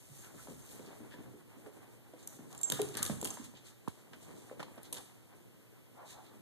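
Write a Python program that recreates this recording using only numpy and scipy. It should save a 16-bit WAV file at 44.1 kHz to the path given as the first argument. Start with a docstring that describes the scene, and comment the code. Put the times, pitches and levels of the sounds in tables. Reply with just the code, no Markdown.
"""Two small dogs scuffling indoors.

They tussle on a cushion, scamper over a wooden floor past the microphone and jostle at someone's legs.
Claws click and scrape, paws thump the boards, a collar tag clinks, a floor pad rustles, fur and cloth
rub. A bare living room rings after each hit. Crossfeed widens the image of two close microphone ports."""
import sys
import numpy as np
from scipy import signal
from scipy.fft import rfft, irfft, next_fast_len
from scipy.io import wavfile
from scipy.ndimage import uniform_filter1d

SR = 44100
rng = np.random.default_rng(int(sys.argv[2]) if len(sys.argv) > 2 else 0)


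def digitize_waveform(pressure):
    """Quantize a signal to 16-bit integers and store it at the path in sys.argv[1].

    Rows of a 2-D input are taken as channels; values are limited to [-1, 1].
    """
    field = np.atleast_2d(pressure).T
    bounded = np.clip(field, -1, 1)
    quanta = np.round(bounded * 32767).astype(np.int16)
    wavfile.write(sys.argv[1], SR, quanta)


N = 282681
HIT_N = SR // 2
T = np.arange(N) / SR
HIT_T = T[:HIT_N]


def undb(db):
    """Decibels to gain."""
    return 10 ** (np.asarray(db) / 20)


def along(points, hz):
    """Read (frequency [Hz], value) points on a log-frequency axis."""
    point_hz, value = np.transpose(points)
    return np.interp(np.log(hz + 1), np.log(point_hz), value)


def colour(x, points):
    """Minimum-phase filter through (frequency [Hz], gain [dB]) points."""
    size = 2 * next_fast_len(x.shape[-1], real=True)
    gain = undb(along(points, np.fft.rfftfreq(size, 1 / SR)))
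    cepstrum = irfft(np.log(gain))
    cepstrum[1:size // 2] *= 2
    cepstrum[size // 2 + 1:] = 0
    return irfft(rfft(x, size) * np.exp(rfft(cepstrum)))[..., :x.shape[-1]]


def band(x, hz, q):
    """One resonance, at most at SR / 4."""
    return signal.lfilter(*signal.iirpeak(min(hz, SR / 4), max(q, .5), fs=SR), x)


def bell(hz, centre_hz, reach_oct):
    """Gaussian weight over octaves."""
    return np.exp(-(np.log2(hz / centre_hz) / reach_oct) ** 2)


def unit(x):
    """Scale to rms 1."""
    return x / np.sqrt(np.mean(x ** 2))


def peak(x, db):
    """Scale the loudest 2 ms to this level."""
    power = uniform_filter1d(np.mean(np.atleast_2d(x) ** 2, axis=0), size=88)
    return x * undb(db) / np.sqrt(power.max())


def fade(t60_s, t=HIT_T):
    """Exponential decay."""
    return np.exp(-np.log(1000) * t / np.maximum(t60_s, 1e-4))


def swell(length_s):
    """Half sine: a stroke gathers speed and slows."""
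    return np.sin(np.pi * np.minimum(HIT_T / length_s, 1))


def add(track, start_s, sound):
    """Mix a sound into the track."""
    start = max(int(start_s * SR), 0)
    track[:, start:start + sound.shape[-1]] += sound[..., :N - start]


# Port difference against port sum: (frequency [Hz], gain [dB])
SIDE_SPECTRUM = [(60, 24.5), (130, -1), (280, 5.5), (600, -2.5), (1200, 1.5), (2500, 2), (10000, -0.5)]


def ports(pair):
    """Two unrelated signals become a diffuse field at the two ports."""
    side = colour(pair[1], SIDE_SPECTRUM)
    return np.array([pair[0] + side, pair[0] - side]) / np.sqrt(2)


def diffuse_noise(samples):
    """Noise arriving from all sides."""
    return ports(rng.standard_normal((2, samples)))


def friction(slips_per_s, scatter_db, spectrum, uneven_db):
    """Tiny slips of unequal size, coloured by what is rubbed, under wandering pressure."""
    sizes = undb(scatter_db * np.minimum(rng.exponential(size=N), 4))
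    slips = sizes * (rng.random(N) < slips_per_s / SR)
    knots_s = np.arange(0, T[-1], .03)
    pressure = undb(uneven_db * np.interp(T, knots_s, rng.standard_normal(len(knots_s))))
    grains = ports(rng.standard_normal((2, N)) * slips)
    return pressure * unit(colour(grains, spectrum))


# Claw strikes: (time [s], peak [dB], treble [dB], ring [Hz], left minus right [dB])
CLAW_HITS = [(0.245, -53.5, -7, 3900, -4), (0.498, -53.5, -2, 6800, 3), (0.69, -57, -3, 4000, -2),
             (0.715, -57, -5, 4400, 0), (2.2734, -35, 10.5, 6760, 0), (2.527, -48, -2, 6500, 1),
             (2.548, -48, -8, 8950, -1), (2.589, -51, 1, 8900, -4), (2.613, -44, 6, 11400, -1),
             (2.6313, -40, 2, 9000, -11), (2.6994, -27, -5.5, 8100, -4), (2.7203, -24.5, 2.5, 3800, 3),
             (2.8161, -31, -7, 9800, 1), (2.887, -45.5, -2, 6300, -2), (2.941, -44, -16, 9000, 2),
             (2.951, -39.5, -8, 3900, -1), (2.9698, -32, -4, 8900, 1), (2.9754, -36.5, -5, 9250, 8),
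             (3.023, -39, -6, 10500, 5), (3.0276, -22, 5.5, 8450, -0.5), (3.0303, -39, -9, 11500, 4),
             (3.041, -51, -9, 11600, 1), (3.051, -37, -6, 6900, 10), (3.0618, -33, -8.5, 8800, 3),
             (3.076, -46, -5, 9300, -3), (3.213, -43, -1, 11900, 3), (3.227, -41, -2, 7500, 2),
             (3.245, -30.5, 10, 7470, 2), (3.2505, -37, -13.5, 9200, 12.5), (3.256, -39, -1, 8100, -16),
             (3.272, -39.5, -10, 9000, 7), (3.881, -46.5, -4, 8350, 0), (4.132, -51.5, -14, 3100, 5),
             (4.601, -53, -30, 3430, 0), (4.6286, -46.5, -17.5, 4300, 0), (4.758, -59, 16, 13000, -2),
             (4.8306, -47, 23, 12500, 0), (4.926, -32.5, 2, 8750, 0), (4.9298, -38.5, 0, 11300, -8.5),
             (4.942, -43, -8, 11500, 2), (4.948, -49, -3, 3830, 14)]
# Claw on varnish: (frequency [Hz], gain [dB])
CLAW_SPECTRUM = [(300, 0), (1500, -21), (2800, -0.5), (3800, -3), (5200, -6.5), (6800, -1), (9000, -2),
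                 (11500, -1.5), (14000, -5.5)]


def claws(rise_s=0.005, crack_t60_s=0.012, skid_db=-27, skid_t60_s=0.13, slips_per_s=1800, ring_db=4):
    """Each claw cracks on the varnish, rings at its own pitch and skids on in a fading chatter."""
    out = np.zeros((2, N))
    for time_s, db, treble_db, ring_hz, pan_db in CLAW_HITS:
        crack, chatter = rng.standard_normal((2, 2, HIT_N))
        slips = unit(rng.random(HIT_N) < slips_per_s / SR)
        skid = undb(skid_db) * chatter * slips * fade(skid_t60_s)
        hit = (crack * fade(crack_t60_s) + skid) * (1 - fade(rise_s)) ** 2
        hit += undb(ring_db) * band(hit, ring_hz, q=5)
        hit = colour(hit, CLAW_SPECTRUM)
        hit = colour(hit, [(3000, 0), (10000, treble_db)])
        pan = undb([[pan_db / 2], [-pan_db / 2]])
        add(out, time_s, peak(hit, db) * pan)
    return out


# Paw landings: (time [s], peak [dB], centre [Hz], base t60 [s], reach [oct])
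PAW_HITS = [(0.094, -53, 139, 0.078, 0.35), (0.346, -48, 244, 0.1, 1), (0.471, -49, 860, 0.051, 0.85),
            (0.483, -43.5, 185, 0.058, 1.8), (0.506, -45.5, 230, 0.1, 1.3), (0.793, -44, 292, 0.06, 0.78),
            (0.875, -49, 302, 0.15, 0.81), (1.002, -48, 286, 0.22, 0.93), (1.14, -50, 364, 0.22, 2.9),
            (1.185, -45, 219, 0.097, 0.82), (1.205, -54, 242, 0.092, 0.78),
            (1.252, -49.5, 132, 0.043, 0.72), (1.335, -49.5, 310, 0.24, 0.68),
            (1.565, -54, 267, 0.12, 0.31), (1.661, -45.5, 450, 0.095, 0.58),
            (2.135, -46.5, 520, 0.076, 0.96), (2.389, -46, 218, 0.2, 0.86), (2.697, -43.5, 337, 0.15, 1.4),
            (2.716, -38.5, 264, 0.14, 2.7), (2.732, -40, 236, 0.042, 0.41),
            (2.792, -35.5, 742, 0.038, 0.25), (2.796, -29, 415, 0.088, 0.19), (2.802, -46, 143, 0.32, 0.59),
            (2.82, -50, 420, 0.13, 0.43), (2.953, -41.5, 260, 0.12, 1.8), (3.003, -40, 265, 0.049, 1.7),
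            (3.096, -31, 216, 0.05, 1.03), (3.109, -37.5, 300, 0.05, 1.4), (3.193, -53, 171, 0.044, 0.43),
            (3.2265, -35.5, 337, 0.07, 0.79), (3.255, -41, 255, 0.072, 0.57), (3.371, -47, 980, 0.031, 0.7),
            (3.396, -41.5, 257, 0.096, 0.35), (3.414, -48.5, 118, 0.034, 1),
            (3.537, -51.5, 227, 0.073, 3.9), (4.523, -46, 490, 0.046, 0.31),
            (4.603, -46.5, 417, 0.019, 1.3), (4.926, -48.5, 594, 0.19, 1.7)]
# Floorboard modes: (frequency [Hz], level [dB], t60 over base t60 [ratio])
BOARD_MODES = [(115.4, -1.5, 5.3), (143, -4.5, 4.3), (184.7, 0, 0.92), (240.5, 2, 0.95), (304, -1, 1.12),
               (371, -4.5, 1.27), (413.6, -3.5, 0.95), (505.6, -1, 1.3), (571, -5.5, 2.2), (651, -2, 0.66),
               (760, -5, 1.2), (976, 2.5, 0.6), (1236, -24, 0.28), (1710, 9, 0.15)]


def paws(pad_db=-6, pad_t60_s=0.04, rise_s=0.0033, shape_spread=0.49, detune_hz=6):
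    """A soft pad slaps the floor; its softness picks which board modes answer."""
    out = np.zeros((2, N))
    mode_hz, mode_db, t60_ratio = np.transpose(BOARD_MODES)[:, :, None]
    for time_s, db, centre_hz, t60_s, reach_oct in PAW_HITS:
        shape = rng.choice([-1, 1], mode_hz.shape) + shape_spread * rng.standard_normal((2, *mode_hz.shape))
        weight = undb(mode_db) * bell(mode_hz, centre_hz, reach_oct)
        spot_hz = mode_hz + detune_hz * rng.standard_normal(mode_hz.shape)  # each spot has its own tuning
        modes = shape * weight * fade(t60_s * t60_ratio) * np.sin(2 * np.pi * spot_hz * HIT_T)
        pad = band(diffuse_noise(HIT_N) * fade(pad_t60_s), centre_hz, q=1 / reach_oct)
        thump = peak(modes.sum(axis=1), 0) + peak(pad, pad_db)
        add(out, time_s, peak(thump * (1 - fade(rise_s)), db))
    return out


# Close knocks: (time [s], peak [dB], clack [Hz], thud trim [dB], crack [dB])
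KNOCK_HITS = [(1.662, -47, 514, -12, -11), (2.721, -34, 1650, 2, -8), (3.0972, -34, 624, -6, -9),
              (3.2272, -41.5, 770, -3.5, -16), (3.8765, -26.5, 1000, 6, -12.5), (4.134, -49, 1700, -4, 0),
              (4.497, -53.5, 1520, -21, -16), (4.5134, -40.5, 500, -18, -24), (4.595, -39, 706, 4, 5),
              (4.6016, -39, 1430, 0.5, -0.5), (4.6279, -39.5, 870, -18, -6), (4.683, -53.5, 950, -12, -9),
              (4.778, -45, 627, 3.5, 2), (4.7825, -53, 1100, -6, -10), (5.442, -65, 880, -10, -2)]


def knocks(clack_cycles=8, clack_rise_s=0.0056, thud_hz=215, thud_db=3, thud_lag_s=0.0029):
    """A dry clack and a crack, then a low thud that rocks the ports against each other."""
    out = np.zeros((2, N))
    thud_t = np.maximum(HIT_T - thud_lag_s, 0)
    thud_envelope = fade(0.011, thud_t) * (1 - fade(0.0046, thud_t))
    thud = np.sin(2 * np.pi * thud_hz * thud_t) * thud_envelope * np.array([[-0.3], [1]])
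    for time_s, db, hz, trim_db, crack_db in KNOCK_HITS:
        clack = np.sin(2 * np.pi * hz * HIT_T) * fade(clack_cycles / hz) * (1 - fade(clack_rise_s))
        crack = band(diffuse_noise(HIT_N) * fade(t60_s=0.1), 0.55 * hz, q=1)
        knock = peak(clack, 0) + peak(crack, crack_db) + peak(thud, thud_db + trim_db)
        add(out, time_s, peak(knock, db))
    return out


# Tag striking its ring: (time [s], level [dB], lower mode [dB], overall t60 [s], free ringing [s])
TAG_HITS = [(0.186, -56, 0, .2, .07), (0.62, -60, 3, .15, .04), (2.228, -58, -2, .12, .03),
            (2.578, -39.5, -18, .035, .004), (2.613, -38.5, -22, .06, .006), (2.6325, -25.5, -21, .6, .018),
            (2.685, -40, -14, .3, .035), (3.214, -33, -14, .035, .003), (3.305, -34, -2, .04, .005),
            (3.57, -59, -5, .08, .03)]
# Tag modes: (lower [Hz], middle [Hz], upper [Hz])
TAG_MODES_HZ = (6400, 7410, 9000)


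def collar_tag(lower_t60_s=0.49, choke_t60_s=0.09, upper_t60_s=0.014, upper_db=-4, port_lag_s=3.4e-5):
    """A metal tag clinks in three modes; the top one dies at once, fur chokes the middle one."""
    out = np.zeros((2, N))
    port_t = HIT_T - np.array([[0], [port_lag_s]])  # the tag hangs to one side
    for time_s, db, lower_db, t60_s, free_s in TAG_HITS:
        lower, middle, upper = (np.sin(2 * np.pi * hz * port_t) for hz in TAG_MODES_HZ)
        lower *= undb(lower_db) * fade(lower_t60_s)
        middle *= fade(choke_t60_s, np.maximum(HIT_T - free_s, 0))
        upper *= undb(upper_db) * fade(upper_t60_s)
        add(out, time_s, undb(db) * (lower + middle + upper) * fade(t60_s))
    return out


# Claw drags: (time [s], peak [dB], length [s], centre [Hz])
CLAW_DRAGS = [(0.837, -72, .07, 1510), (1.113, -55, .022, 1700), (2.948, -49, .022, 1420),
              (2.971, -45, .012, 1630), (2.99, -46, .012, 1120), (3, -51, .028, 1390),
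              (3.024, -43.5, .008, 1250), (3.042, -52, .022, 1470), (3.250, -46, .014, 1040),
              (3.309, -55.5, .03, 1060)]
# Wood modes under a claw: (frequency [Hz], level [dB], Q)
WOOD_MODES = [(815, 23, 8.7), (980, -5, 3.8), (1262, -5.5, 30), (1580, -23, 16), (1718, -7, 6.1),
              (2130, -24, 7.8)]


def scrapes(slips_per_s=330, jitter=0.49, scatter_db=3, reach_oct=0.24, grit_db=-13):
    """A dragged claw sticks and slips; every slip rings the wood."""
    out = np.zeros((2, N))
    for time_s, db, length_s, centre_hz in CLAW_DRAGS:
        gaps, sizes = rng.standard_normal((2, 40))
        slip_s = np.cumsum(np.exp(jitter * gaps)) / slips_per_s
        slip_s -= slip_s[0]
        in_drag = slip_s <= length_s
        slips = np.zeros(HIT_N)
        slips[(slip_s[in_drag] * SR).astype(int)] = undb(scatter_db * sizes[in_drag])
        wood = sum(undb(mode_db) * bell(hz, centre_hz, reach_oct) * band(slips, hz, q)
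                   for hz, mode_db, q in WOOD_MODES)
        grit = band(slips, centre_hz, q=0.82)
        add(out, time_s, peak(peak(wood, 0) + peak(grit, grit_db), db))
    return out


# Paw and fur slides: (midpoint [s], level [dB], length [s], treble [dB])
SLIDE_STROKES = [(0.866, -59, 0.38, -20), (2.215, -56, 0.12, -12), (2.356, -60.5, 0.12, -2.5),
                 (2.554, -56, 0.15, -5), (2.911, -50.5, 0.15, -9), (2.985, -32.5, 0.039, -15),
                 (3.095, -45, 0.085, -15), (3.283, -47.5, 0.19, -2), (3.434, -44.5, 0.11, -10),
                 (3.587, -55.5, 0.063, -17), (3.671, -49, 0.11, -12), (3.933, -57.5, 0.21, -8.5),
                 (4.337, -57.5, 0.46, -8.5), (4.854, -52.5, 0.073, -19), (4.96, -39.5, 0.062, -16.5),
                 (6.102, -46.5, 0.11, -12.5), (6.27, -53, 0.092, -28)]
# Fur hiss: (frequency [Hz], gain [dB])
FUR_SPECTRUM = [(150, -25), (1200, -9), (2800, -10), (3800, -4.5), (5200, -8), (6600, 0.5), (8800, 3),
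                (11500, -2), (14000, -3.5)]


def slides():
    """Sliding paws and brushing fur hiss in single strokes, louder as they move faster."""
    out = np.zeros((2, N))
    hiss = friction(4000, 0.65, FUR_SPECTRUM, uneven_db=4)
    for mid_s, db, length_s, treble_db in SLIDE_STROKES:
        start = rng.integers(N - HIT_N)
        stroke = hiss[:, start:start + HIT_N] * swell(length_s)
        add(out, mid_s - length_s / 2, undb(db) * colour(stroke, [(4000, 0), (11000, treble_db)]))
    return out


# Swipes over cloth: (midpoint [s], level [dB], length [s], centre [Hz])
SWIPE_STROKES = [(0.258, -60.5, 0.083, 1530), (0.393, -60, 0.055, 1420), (0.51, -61, 0.06, 557),
                 (0.871, -64, 0.049, 4020), (0.908, -61, 0.13, 480), (1.268, -61.5, .14, 430),
                 (1.128, -60.5, 0.059, 3030), (2.542, -57, 0.086, 870), (2.758, -52.5, 0.12, 1450),
                 (3.02, -56, 0.11, 1350), (3.298, -57, .08, 745), (3.571, -60, 0.067, 3200),
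                 (4.983, -55, 0.076, 790), (6.015, -53.5, 0.14, 750), (6.181, -57, 0.15, 750),
                 (6.333, -64, 0.077, 895)]


def swipes(q=1.37):
    """Paws and fur swipe over cloth: friction round one pitch swells and dies away."""
    out = np.zeros((2, N))
    for mid_s, db, length_s, hz in SWIPE_STROKES:
        rub = unit(band(band(diffuse_noise(HIT_N), hz, q), hz, q))
        add(out, mid_s - length_s / 2, undb(db) * swell(length_s) * rub)
    return out


# Floor pad underfoot: (time [s], level [dB])
PAD_LEVELS = [(0, -64.5), (0.1, -63), (0.22, -59.5), (0.32, -70), (0.39, -59.5), (0.5, -64), (0.63, -66.5),
              (0.72, -56), (0.83, -70), (1.25, -78)]
# Pad rustle: (frequency [Hz], gain [dB])
PAD_SPECTRUM = [(1200, -10), (2800, -8), (3800, -5.5), (5200, -8), (6600, -0.5), (8800, -0.5),
                (11500, -3.5), (14000, -5.5)]


def pad_rustle(gain_db=3.5, crinkle_db=-8):
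    """The floor pad rustles finely under the dogs' feet, with sparser crinkles in it."""
    level_db = np.interp(T, *np.transpose(PAD_LEVELS), right=-120)
    fine = friction(9000, 1.0, PAD_SPECTRUM, uneven_db=1.5)
    crinkles = friction(190, 1.3, PAD_SPECTRUM, uneven_db=1)
    return undb(level_db + gain_db) * (fine + undb(crinkle_db) * crinkles)


# How hard the dogs tussle: (time [s], effort [dB])
TUSSLE_EFFORT = [(0, -6.5), (0.3, 1.5), (0.63, -1), (0.9, 7), (1.2, 1.5), (1.42, -1.5), (1.75, 1.5),
                 (2.08, -3), (2.5, 4), (2.67, 3), (3.05, 10), (3.55, -5.5), (3.84, -7), (4.35, 5),
                 (4.95, 2), (5.15, -5), (5.88, -7), (6.4, 0.5)]
# Shifting bodies: (frequency [Hz], gain [dB])
BODY_SPECTRUM = [(30, -57.5), (55, -27), (80, -6), (115, -3), (240, -2), (430, -2.5), (700, -10.5),
                 (1400, -44)]
# Rubbed cloth: (frequency [Hz], gain [dB])
CLOTH_SPECTRUM = [(250, -22.5), (600, 4), (850, 5.5), (1300, -1.5), (2000, -4), (3200, -11.5),
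                  (6000, -29.5)]


def scuffle(base_db=-62.5, body_db=3, cloth_db=-5, fur_db=-8):
    """The harder the dogs tussle, the more bodies shift, cloth rubs and fur hisses."""
    effort_db = np.interp(T, *np.transpose(TUSSLE_EFFORT))
    bodies = undb(body_db + 0.72 * effort_db) * friction(1500, 1.0, BODY_SPECTRUM, uneven_db=2)
    cloth = undb(cloth_db + effort_db) * friction(3500, 0.5, CLOTH_SPECTRUM, uneven_db=4)
    fur = undb(fur_db + 0.66 * effort_db) * friction(14000, 0.49, FUR_SPECTRUM, uneven_db=3)
    return undb(base_db) * (bodies + cloth + fur)


# House background: (frequency [Hz], gain [dB])
AIR_SPECTRUM = [(25, -6), (55, -14.5), (85, -19), (118, 11), (160, -3.5), (350, -5), (700, -9.5),
                (1500, -13.5), (3000, -14.5), (5200, -21), (8800, -20), (14000, -15.5)]


def air(level_db=-58):
    """The quiet rumble and hiss of the house."""
    return undb(level_db) * unit(colour(diffuse_noise(N), AIR_SPECTRUM))


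# Living room decay: (frequency [Hz], t60 [s])
ROOM_DECAY = [(100, 0.59), (500, 0.4), (2000, 0.53), (7000, 0.59), (14000, 0.46)]


def room(x, wet_db, gap_s, dense_s=0.054):
    """Add sparse early reflections that thicken into a diffuse tail."""
    t = T[:SR]
    density = np.clip((t / dense_s) ** 2, .02, 1)
    echoes = rng.standard_normal((2, SR)) * (rng.random((2, SR)) < density)
    echoes = echoes / np.sqrt(density) * (t > gap_s)
    hz, frame_s, frames = signal.stft(echoes, SR)
    decay = fade(along(ROOM_DECAY, hz)[:, None], frame_s)
    tail = signal.istft(frames * decay, SR)[1][:, :SR]
    response = unit(ports(tail)) / np.sqrt(SR)
    return x + undb(wet_db) * signal.fftconvolve(x, response, axes=1)[:, :N]


def scene():
    """All sources in the living room; the close knocks excite it little, scuffle and air stay dry."""
    return (room(claws(), wet_db=-6, gap_s=0.011)
            + room(paws(), wet_db=-0.5, gap_s=0.0076)
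            + room(knocks(), wet_db=-33, gap_s=0.0028)
            + room(collar_tag(), wet_db=-7.5, gap_s=0.024)
            + room(scrapes(), wet_db=2.5, gap_s=0.0068)
            + room(swipes() + slides() + pad_rustle(), wet_db=-4.5, gap_s=0.0043)
            + scuffle() + air())


def widen(x, feed, lag_samples=16.9):
    """Each channel loses a delayed share of the other."""
    spectra = rfft(x, 2 * N)
    delay = np.exp(-2j * np.pi * np.fft.rfftfreq(2 * N) * lag_samples)
    return irfft((spectra - feed * delay * spectra[::-1]) / np.sqrt(1 + feed ** 2))[:, :N]


# Crossfeed between the ports: (frequency [Hz], share [dB])
FEED_SPECTRUM = [(100, -6.5), (400, -26), (1150, 0), (3950, 0), (5000, -9), (8000, -16), (14000, -13)]


def record(dry, loud_feed_db=-3, knee_db=-40, bottom_hz=80, top_hz=13800):
    """Crossfeed widens the image, loud treble more deeply; rumble and top are cut."""
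    hz = np.fft.rfftfreq(2 * N, 1 / SR)
    feed = undb(np.minimum(along(FEED_SPECTRUM, hz), 0))
    loud_feed = np.maximum(feed, undb(loud_feed_db) * (hz > 3000))
    treble = band(dry, 9000, q=1)
    power = np.abs(uniform_filter1d(np.mean(treble ** 2, axis=0), size=1024))
    loud_share = power / (power + undb(knee_db) ** 2)
    wide = (1 - loud_share) * widen(dry, feed) + loud_share * widen(dry, loud_feed)
    highpass = signal.butter(8, bottom_hz, "high", fs=SR, output="sos")
    lowpass = signal.ellip(7, .3, 60, top_hz, fs=SR, output="sos")
    return signal.sosfilt(np.vstack([highpass, lowpass]), wide)


dry = scene()
out = record(dry)
digitize_waveform(out)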